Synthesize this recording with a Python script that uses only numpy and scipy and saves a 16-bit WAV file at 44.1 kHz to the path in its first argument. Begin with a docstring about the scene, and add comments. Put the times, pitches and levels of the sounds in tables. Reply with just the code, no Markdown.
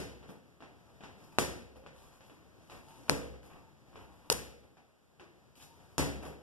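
"""A small ball bounces on a tiled floor in a bare, hard room: each hit is a dull pull, a crackle of
skin on tile and a ringing answer from the walls that grows as the player walks away.
Between bounces soles and palms tap in short uneven contacts and soles scuff as stuttering noise.
Faint hollow tones glide by over a drifting outdoor rumble. A phone listens through two ports a
hand apart and widens the picture by subtracting from each port a delayed copy of the other."""
import sys
import numpy as np
from scipy import signal
from scipy.fft import rfft, irfft, next_fast_len
from scipy.io import wavfile
from scipy.ndimage import uniform_filter1d

SR = 44100
rng = np.random.default_rng(int(sys.argv[2]) if len(sys.argv) > 2 else 0)


def master_out(mix):
    """Clip the mix to full scale and print it as 16-bit PCM to the path in sys.argv[1]."""
    frames = np.transpose(np.atleast_2d(mix))
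    ceiling = np.clip(frames, -1, 1)
    pcm = np.round(ceiling * 32767).astype(np.int16)
    wavfile.write(sys.argv[1], SR, pcm)


N = 283122

# Rubber dragging on tile, as a relative spectrum. Each row: frequency in Hz, level in dB.
DRAG_SPECTRUM = [(60, -1.5), (200, 0), (500, -6), (900, 1.5), (1600, -8), (2700, -9), (5000, -25),
                 (15000, -38)]
# Fine grit and crackling skin, as a relative spectrum. Each row: frequency in Hz, level in dB.
GRIT_SPECTRUM = [(500, -32.5), (2500, 4.5), (5500, 0), (8000, -1), (11500, -1), (14000, -12)]
PORT_GAP_S = 0.000475  # sound's travel time between the ports
LEAD = SR // 2  # samples played before the start, so that earlier sounds can ring in


def bounces(mix):
    """The ball flattens in a fraction of a millisecond: a dull pull, with the crackle of its skin on the tile."""
    # Hits of the ball. Each row: start in seconds, level in dB, skin crackle in dB above that level,
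    # crackle decay in ms, treble tilt of the room's share in dB per octave, bass lift in dB,
    # thump pitch in Hz, thump level in dB, wall echo delay in ms, wall echo level in dB.
    bounce_rows = [(-.13, -5, -2, 1.2, 1, -7.5, 390, -22, 18, -12),
                   (1.3859, -2.5, -2.5, 2.6, 0.5, -7.5, 421, -20, 25, -23),
                   (3.0965, -7, 9, 0.4, -0.5, -3.5, 530, -29, 15, -19),
                   (4.3006, -10, 12, 2.2, 2, -5, 455.5, -1, 24.5, 11.5),
                   (5.9813, -13, 4.5, 1.4, 0, -2, 277, -5.5, 2, 6)]
    # Tone of the ball. Each row: frequency in Hz, level in dB.
    ball_spectrum = [(30, -9), (65, 10), (150, 9), (400, 3.5), (1000, 0), (2000, 0), (3500, -6),
                     (6000, -8.5), (10000, -11), (15000, -26)]
    body_per_skin = 0.12  # a bounce that crackles more also has more body, dB per dB
    even_m = 3.58  # distance at which the room answers a bounce at 0 dB
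    thump_ms_at_0m, thump_ms_per_m = 21, -0.85  # the thump comes sooner near the far wall
    lag_ms_at_1m = 0.23  # far port lag, shrinking with distance
    pull_tilt_db = -1.92  # per octave

    out = 0 * mix
    crackle_t_ms = np.arange(200) / SR * 1000
    for s, db, skin_db, crackle_ms, tilt_db, bass_db, thump_hz, thump_db, echo_ms, echo_db in bounce_rows:
        m = distance(s)
        body_db = body_per_skin * skin_db
        lag_ms = lag_ms_at_1m / m

        pull = -np.convolve(pulse(ball_spectrum, pull_tilt_db, bass_db, body_db), np.hanning(9) / 4)
        add(out, s - 12 / SR, direct(gain_of(db) * pull, lag_ms))

        sparks = rng.standard_normal(200) * np.exp(-crackle_t_ms / crackle_ms)
        crackle = np.convolve(sparks, pulse(GRIT_SPECTRUM)[:64])
        crackle /= np.linalg.norm(crackle)
        add(out, s - 16 / SR, direct(gain_of(db + skin_db) * crackle, lag_ms))

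        into_room = -gain_of(db) * pulse(ball_spectrum, tilt_db, bass_db, body_db)
        walls = thump_ms_at_0m + thump_ms_per_m * m, thump_db, thump_hz, echo_ms, echo_db
        add(out, s, room(into_room, 20 * np.log10(m / even_m), walls, size=SR))
    return out


def taps(mix):
    """Each landing is a few milliseconds of uneven contact, with a thud of its own pitch."""
    # Soles and palms landing. Each row: start in seconds, level in dB, thud pitch in Hz,
    # treble tilt in dB per octave.
    tap_rows = [(0.228, -43.5, 186, -3.5), (0.29, -40.5, 184, -6.5), (0.605, -43, 292, -3),
                (0.623, -39, 750, -3.5), (1.007, -41, 210, -2.5), (1.027, -43, 910, -0.5),
                (1.036, -34.5, 740, -2), (1.759, -47.5, 511, -7), (1.839, -48, 152, -4.5),
                (1.863, -38, 530, -2), (2.207, -43, 524, -0.5), (2.298, -44, 307, -4), (2.36, -54, 900, -1),
                (2.698, -36.5, 676, 0), (2.72, -40.5, 250, -2), (2.907, -46.5, 899, -2),
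                (3.005, -58, 905, -20), (3.34, -46, 323, -2.5), (3.93, -49.5, 167, -7),
                (3.957, -39.5, 453, -3), (4.635, -57, 498, -8), (4.77, -48.5, 789, -2.5),
                (5.197, -41.5, 352, -2), (5.563, -54.5, 221, -4), (5.612, -51, 840, 0.5),
                (6.228, -39, 760, -5), (6.257, -41.5, 463, -5)]
    # Tone of a landing. Each row: frequency in Hz, level in dB.
    sole_spectrum = [(40, -26.5), (100, -6), (300, -2), (1000, 3.5), (2600, 5.5), (5000, -5.5),
                     (9000, -12.5), (15000, -32.5)]
    thud_db_at_400hz, thud_db_per_octave = 7.5, -2.5  # deeper thuds stand out more
    bass_db, contact_ms = 7.5, 2.7
    tick_db, tick_tilt_db = -5.5, 3.5  # relative to the landing; tilt per octave
    room_db_at_0m, room_db_per_m = 2.03, 0.96

    out = 0 * mix
    fade = np.exp(-np.arange(600) / SR * 1000 / contact_ms)
    for s, db, thud_hz, tilt_db in tap_rows:
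        thud_db = thud_db_at_400hz + thud_db_per_octave * np.log2(thud_hz / 400)
        contact = (1.06 + rng.standard_normal(600)) * fade
        contact /= np.linalg.norm(contact)
        knock = gain_of(db) * pulse(sole_spectrum, tilt_db, bass_db, thud_db, thud_hz)
        # the dry rubber tick is heard only on the straight path
        tick = gain_of(db + tick_db) * pulse(DRAG_SPECTRUM, tick_tilt_db)
        add(out, s, direct(np.convolve(knock + tick, contact)))
        add(out, s, room(knock, room_db_at_0m + room_db_per_m * distance(s)))
    return out


def scuffs(mix):
    """Stuttering friction under a smooth stroke: dull rubber drag plus fine grit."""
    # Soles dragged over the tiles. Each row: start in seconds, length in ms, rubber drag in dB rms,
    # grit hiss in dB rms (both before the path gains).
    scuff_rows = [(0.272, 36, -69, -58), (.86, 86, -64, -78), (1.161, 480, -61, -66.5),
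                  (1.752, 21, -54, -61.5), (1.928, 260, -58.5, -63), (2.22, 140, -63.5, -65.5),
                  (2.611, 130, -70.5, -67.5), (2.7, 77, -50, -58), (2.819, 470, -59.5, -62),
                  (3.081, 15, -40, -67.5), (3.428, 56, -55.5, -60), (3.498, 76, -51, -88),
                  (3.93, 140, -54, -68), (4.071, 480, -61, -70), (4.617, 56, -67, -72.5),
                  (5.554, 40, -69, -56.5), (5.594, 39, -56, -50), (5.702, 290, -77, -69.5),
                  (6.22, 52, -49, -51.5)]
    rise_ms, rise_share = 12, .11  # a stroke rises for a fixed time plus a share of its length
    stutter_db = 4.6  # rms
    direct_db, room_db = -11.0, -12

    out = 0 * mix
    for s, ms, drag_db, grit_db in scuff_rows:
        u = np.linspace(0, 1, round(ms * SR / 1000))
        drag_noise, grit_noise, slow_noise = rng.standard_normal((3, SR // 2))[:, :len(u)]
        peak_at = np.clip(rise_share + rise_ms / ms, .1, .5)
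        swell = np.interp(u, [0, peak_at, 1], [0, np.pi / 2, np.pi])
        stutter = gain_of(stutter_db * evened(uniform_filter1d(slow_noise, 200)))
        stroke = np.sin(swell) ** 0.24 * stutter
        drag = evened(signal.fftconvolve(drag_noise * stroke, pulse(DRAG_SPECTRUM))[:len(u)])
        grit = evened(signal.fftconvolve(grit_noise * stroke, pulse(GRIT_SPECTRUM))[:len(u)])
        rub = gain_of(drag_db) * drag + gain_of(grit_db) * grit
        add(out, s, gain_of(direct_db) * direct(rub))
        add(out, s, room(rub, room_db))
    return out


def whistles(mix, width_hz=35):
    """A wavering tone, half noise, on a gliding pitch."""
    # Faint hollow tones. Each row: start in seconds, length in ms, start pitch in Hz, end pitch in Hz,
    # level in dB (rms before the fade in and out).
    whistle_rows = [(1.755, 78, 492, 590, -69), (2.8, 240, 827, 992, -66.5), (3.62, 99, 889, 865, -70.5),
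                    (5.61, 200, 850, 990, -73)]
    out = 0 * mix
    for s, ms, start_hz, end_hz, db in whistle_rows:
        hz = np.linspace(start_hz, end_hz, round(ms * SR / 1000))
        noises = rng.standard_normal((2, SR // 2))
        a, b = uniform_filter1d(noises, round(SR / width_hz))[:, :len(hz)]
        waver = evened(a) + 1j * evened(b) + 1.6  # random drift round a steady tone
        carrier = np.exp(2j * np.pi * np.cumsum(hz) / SR)
        tone = evened((waver * carrier).real) * np.hanning(len(hz)) ** 0.398
        add(out, s, direct(gain_of(db) * tone))
        add(out, s, room(gain_of(db) * tone, -5.5))
    return out


def air(mix):
    """Distant outdoor rumble drifting in through the doorway: coloured noise under a slow random-phase swell."""
    # Tone of the rumble. Each row: frequency in Hz, level in dB.
    air_spectrum = [(25, -23.5), (60, 20.5), (130, 18.5), (300, 7.5), (1000, -3.5), (1600, -6),
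                    (3000, -12.5), (6000, -18), (15000, -22.5)]
    # Course of the rumble. Each row: time in seconds, level in dB rms before the swell.
    air_course = [(0, -52), (.5, -61.5), (1.1, -54.5), (2, -62), (2.6, -56.5), (3.7, -57.5), (4.2, -58),
                  (4.95, -67.5), (5.5, -59.5), (5.9, -57), (6.42, -56.5)]
    t = (np.arange(mix.shape[1]) - LEAD) / SR
    swell = 0 * t
    for f in np.geomspace(1.5, 12, 12):
        swell += np.sin(2 * np.pi * (f * t + rng.random())) / np.sqrt(f)
    level_db = np.interp(t, *np.transpose(air_course))
    rumble = evened(diffuse(rng.standard_normal(mix.shape), air_spectrum))
    return gain_of(level_db + 1.2 * evened(swell)) * rumble


def room(x, room_db, walls=None, size=SR // 2):
    """Scattered wall echoes and a tail that fills up, rings in standing waves and dies by band, fast at first."""
    # Colour of the tail. Each row: frequency in Hz, level in dB.
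    wall_spectrum = [(40, 18), (300, 10), (700, 5), (2000, 4), (3000, 1.5), (6000, 6), (15000, 13)]
    # Decay of the tail by band. Each row: frequency in Hz, time in seconds to fall 60 dB.
    decay_times = [(60, 0.94), (160, 0.95), (420, 1), (1100, 0.57), (2910, 0.72), (7680, 0.46)]
    # Standing waves between the walls. Each row: frequency in Hz, level in dB before its random spread,
    # time in seconds to fall 60 dB.
    standing_waves = [(66.1, -40, 1.2), (153.1, -40.5, 0.53), (280.5, -41.5, 0.52), (365, -47, 0.6),
                      (432.7, -50.5, 0.69), (480, -50.5, 0.97), (530, -50.5, 0.85), (572.4, -52, 0.48)]
    ring_db, ring_span = 6, 0.19  # lift of standing waves near the thump, and its relative width

    hz, t, z = signal.stft(rng.standard_normal((2, size)), SR, nperseg=256)
    early = 1 + gain_of(-7.5) * np.exp(-t / 0.077)
    fall = gain_of(-60 * t / read(decay_times, hz)[:, None]) * early
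    tail = signal.istft(z * fall, SR, nperseg=256)[1][:, :size]
    tail = diffuse(tail / np.linalg.norm(tail[0]), wall_spectrum)

    t = np.arange(size) / SR
    draws = rng.standard_normal((len(standing_waves), 3))
    for (f, db, t60), (spread, phase, split) in zip(standing_waves, draws):
        beating = 1 + 0.37 * np.sin(2 * np.pi * (7.24 * split * t + spread))  # a close neighbour beats with each
        wave_db = db + 2 * spread  # each standing wave randomly stronger or weaker for every sound
        if walls:  # waves near the pitch of the thump ring on
            wave_db += ring_db * np.exp(-(np.log(f / walls[2]) / ring_span) ** 2)
        wave = np.sin(2 * np.pi * (f * t + phase + np.c_[[0, f * PORT_GAP_S]]))
        tail += gain_of(wave_db - 60 * t / t60) * beating * wave

    paths = gain_of(room_db) * tail * (1 - np.exp(-(t / 0.0034) ** 2))
    paths *= np.sqrt(1 - t / t[-1]) * (t < .9 * t[-1])
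    if walls:
        thump_ms, thump_db, thump_hz, echo_ms, echo_db = walls
        # evenly spaced low reflections pile up into a short hollow note
        reflections = np.exp(1.4 * np.sin(2 * np.pi * (thump_hz * t + rng.random()))) - 1.55
        thump = np.exp(-((t * 1000 - thump_ms) / 4.7) ** 2) * reflections
        paths += gain_of(thump_db) * thump / np.linalg.norm(thump)
        # rough plaster smears the strongest, bright echo over a few milliseconds
        smear = np.exp(-((t[:2048] * 1000 - echo_ms) / 3.5) ** 2)
        echo = np.diff(rng.standard_normal((2, 2049))) * smear
        paths[:, :2048] += gain_of(echo_db) * echo / np.linalg.norm(echo[0])
    return signal.fftconvolve(x[None], paths, axes=1)


def direct(x, lag_ms=0.055):
    """The straight path, reaching the far port a little later."""
    at = np.arange(48) - 8 - SR / 1000 * np.c_[[0, lag_ms]]
    return signal.fftconvolve(x[None], np.sinc(at) * np.exp(-(at / 6) ** 2), axes=1)


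def distance(s):
    """Metres from the phone to the player at time s."""
    # The player's walk. Each row: time in seconds, distance in metres.
    walk = [(0, 3.34), (1.4, 1.87), (2.3, 1.3), (3.1, 1.86), (4.3, 3.18), (5.2, 4.8), (6.42, 7.4)]
    return np.interp(s, *np.transpose(walk))


def pulse(spectrum, tilt_db=0., bass_db=0., body_db=0., body_hz=520):
    """The causal click that has this spectrum, with treble, bass and body set for one blow; peak 1."""
    hz = abs(np.fft.fftfreq(8192, 1 / SR))
    db = read(spectrum, hz) + tilt_db * np.log2(np.maximum(hz, 500) / 1000)
    db += bass_db / (1 + (hz / 220) ** 2)
    db += body_db * np.exp(-np.log((hz + 1) / body_hz) ** 2 / 0.029)
    # minimum phase packs the energy to the front
    click = np.fft.ifft(np.exp(np.conj(signal.hilbert(np.log(gain_of(db)))))).real[:4096]
    return click / abs(click).max()


def diffuse(pair, spectrum):
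    """Colours two noises and makes them alike in the bass, as sound from all sides is at close ports."""
    a, b = rfft(pair)
    hz = np.fft.rfftfreq(pair.shape[1], 1 / SR)
    same = .95 * np.sinc(2 * hz * PORT_GAP_S)
    ports = np.array([a, same * a + np.sqrt(1 - same ** 2) * b])
    return irfft(gain_of(read(spectrum, hz)) * ports, pair.shape[1])


def gain_of(db):
    """Decibels to gain."""
    return 10 ** (np.asarray(db) / 20)


def evened(x):
    """Scales to rms 1."""
    return x / np.sqrt(np.mean(x ** 2) + 1e-20)


def read(points, hz):
    """Reads a table along log frequency."""
    f, value = np.transpose(points)
    return np.interp(np.log(hz + 1), np.log(f + 1), value)


def add(mix, s, sound):
    """Mixes a two-port sound in at time s."""
    part = mix[:, LEAD + round(s * SR):][:, :sound.shape[1]]
    part += sound[:, :part.shape[1]]


def scene():
    """Pressure at the two ports."""
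    mix = np.zeros((2, LEAD + N))
    return (bounces(mix) + taps(mix) + scuffs(mix) + whistles(mix) + air(mix))[:, LEAD:]


def record(dry):
    """Shading of the far port, capsule hiss, cross subtraction, band limit."""
    # Far port shaded by the phone. Each row: frequency in Hz, gain in dB.
    far_shading = [(30, -3), (200, -4.5), (600, -5.5), (4000, -4), (6000, 0.5), (9000, -13.5),
                   (14000, -8.5)]
    # Tone of the capsule hiss. Each row: frequency in Hz, level in dB.
    hiss_spectrum = [(500, 9.5), (4000, -7), (9000, -10.5), (12000, -9.5), (14500, -29.5)]
    # Share subtracted across. Each row: frequency in Hz, gain in dB.
    cross_share = [(30, -2.5), (4300, -2), (6500, -4), (9000, -12), (14000, -25)]
    hiss_db, edge_hz = -73, 14350  # hiss rms ahead of the subtraction; upper band edge

    size = next_fast_len(N + SR)
    hz = np.fft.rfftfreq(size, 1 / SR)
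    near, far = rfft(dry, size)
    far = far * gain_of(read(far_shading, hz))
    hiss = irfft(rfft(rng.standard_normal((2, size))) * gain_of(read(hiss_spectrum, hz)), size)
    near, far = [near, far] + rfft(gain_of(hiss_db) * evened(hiss))
    across = gain_of(read(cross_share, hz)) * np.exp(-2j * np.pi * hz * PORT_GAP_S)
    wide = irfft([near - across * far, far - across * near], size)[:, :N]
    band = signal.firwin(511, edge_hz, window=("kaiser", 8), fs=SR)
    return signal.oaconvolve(wide, band[None], "same")


dry = scene()
out = record(dry)
master_out(out)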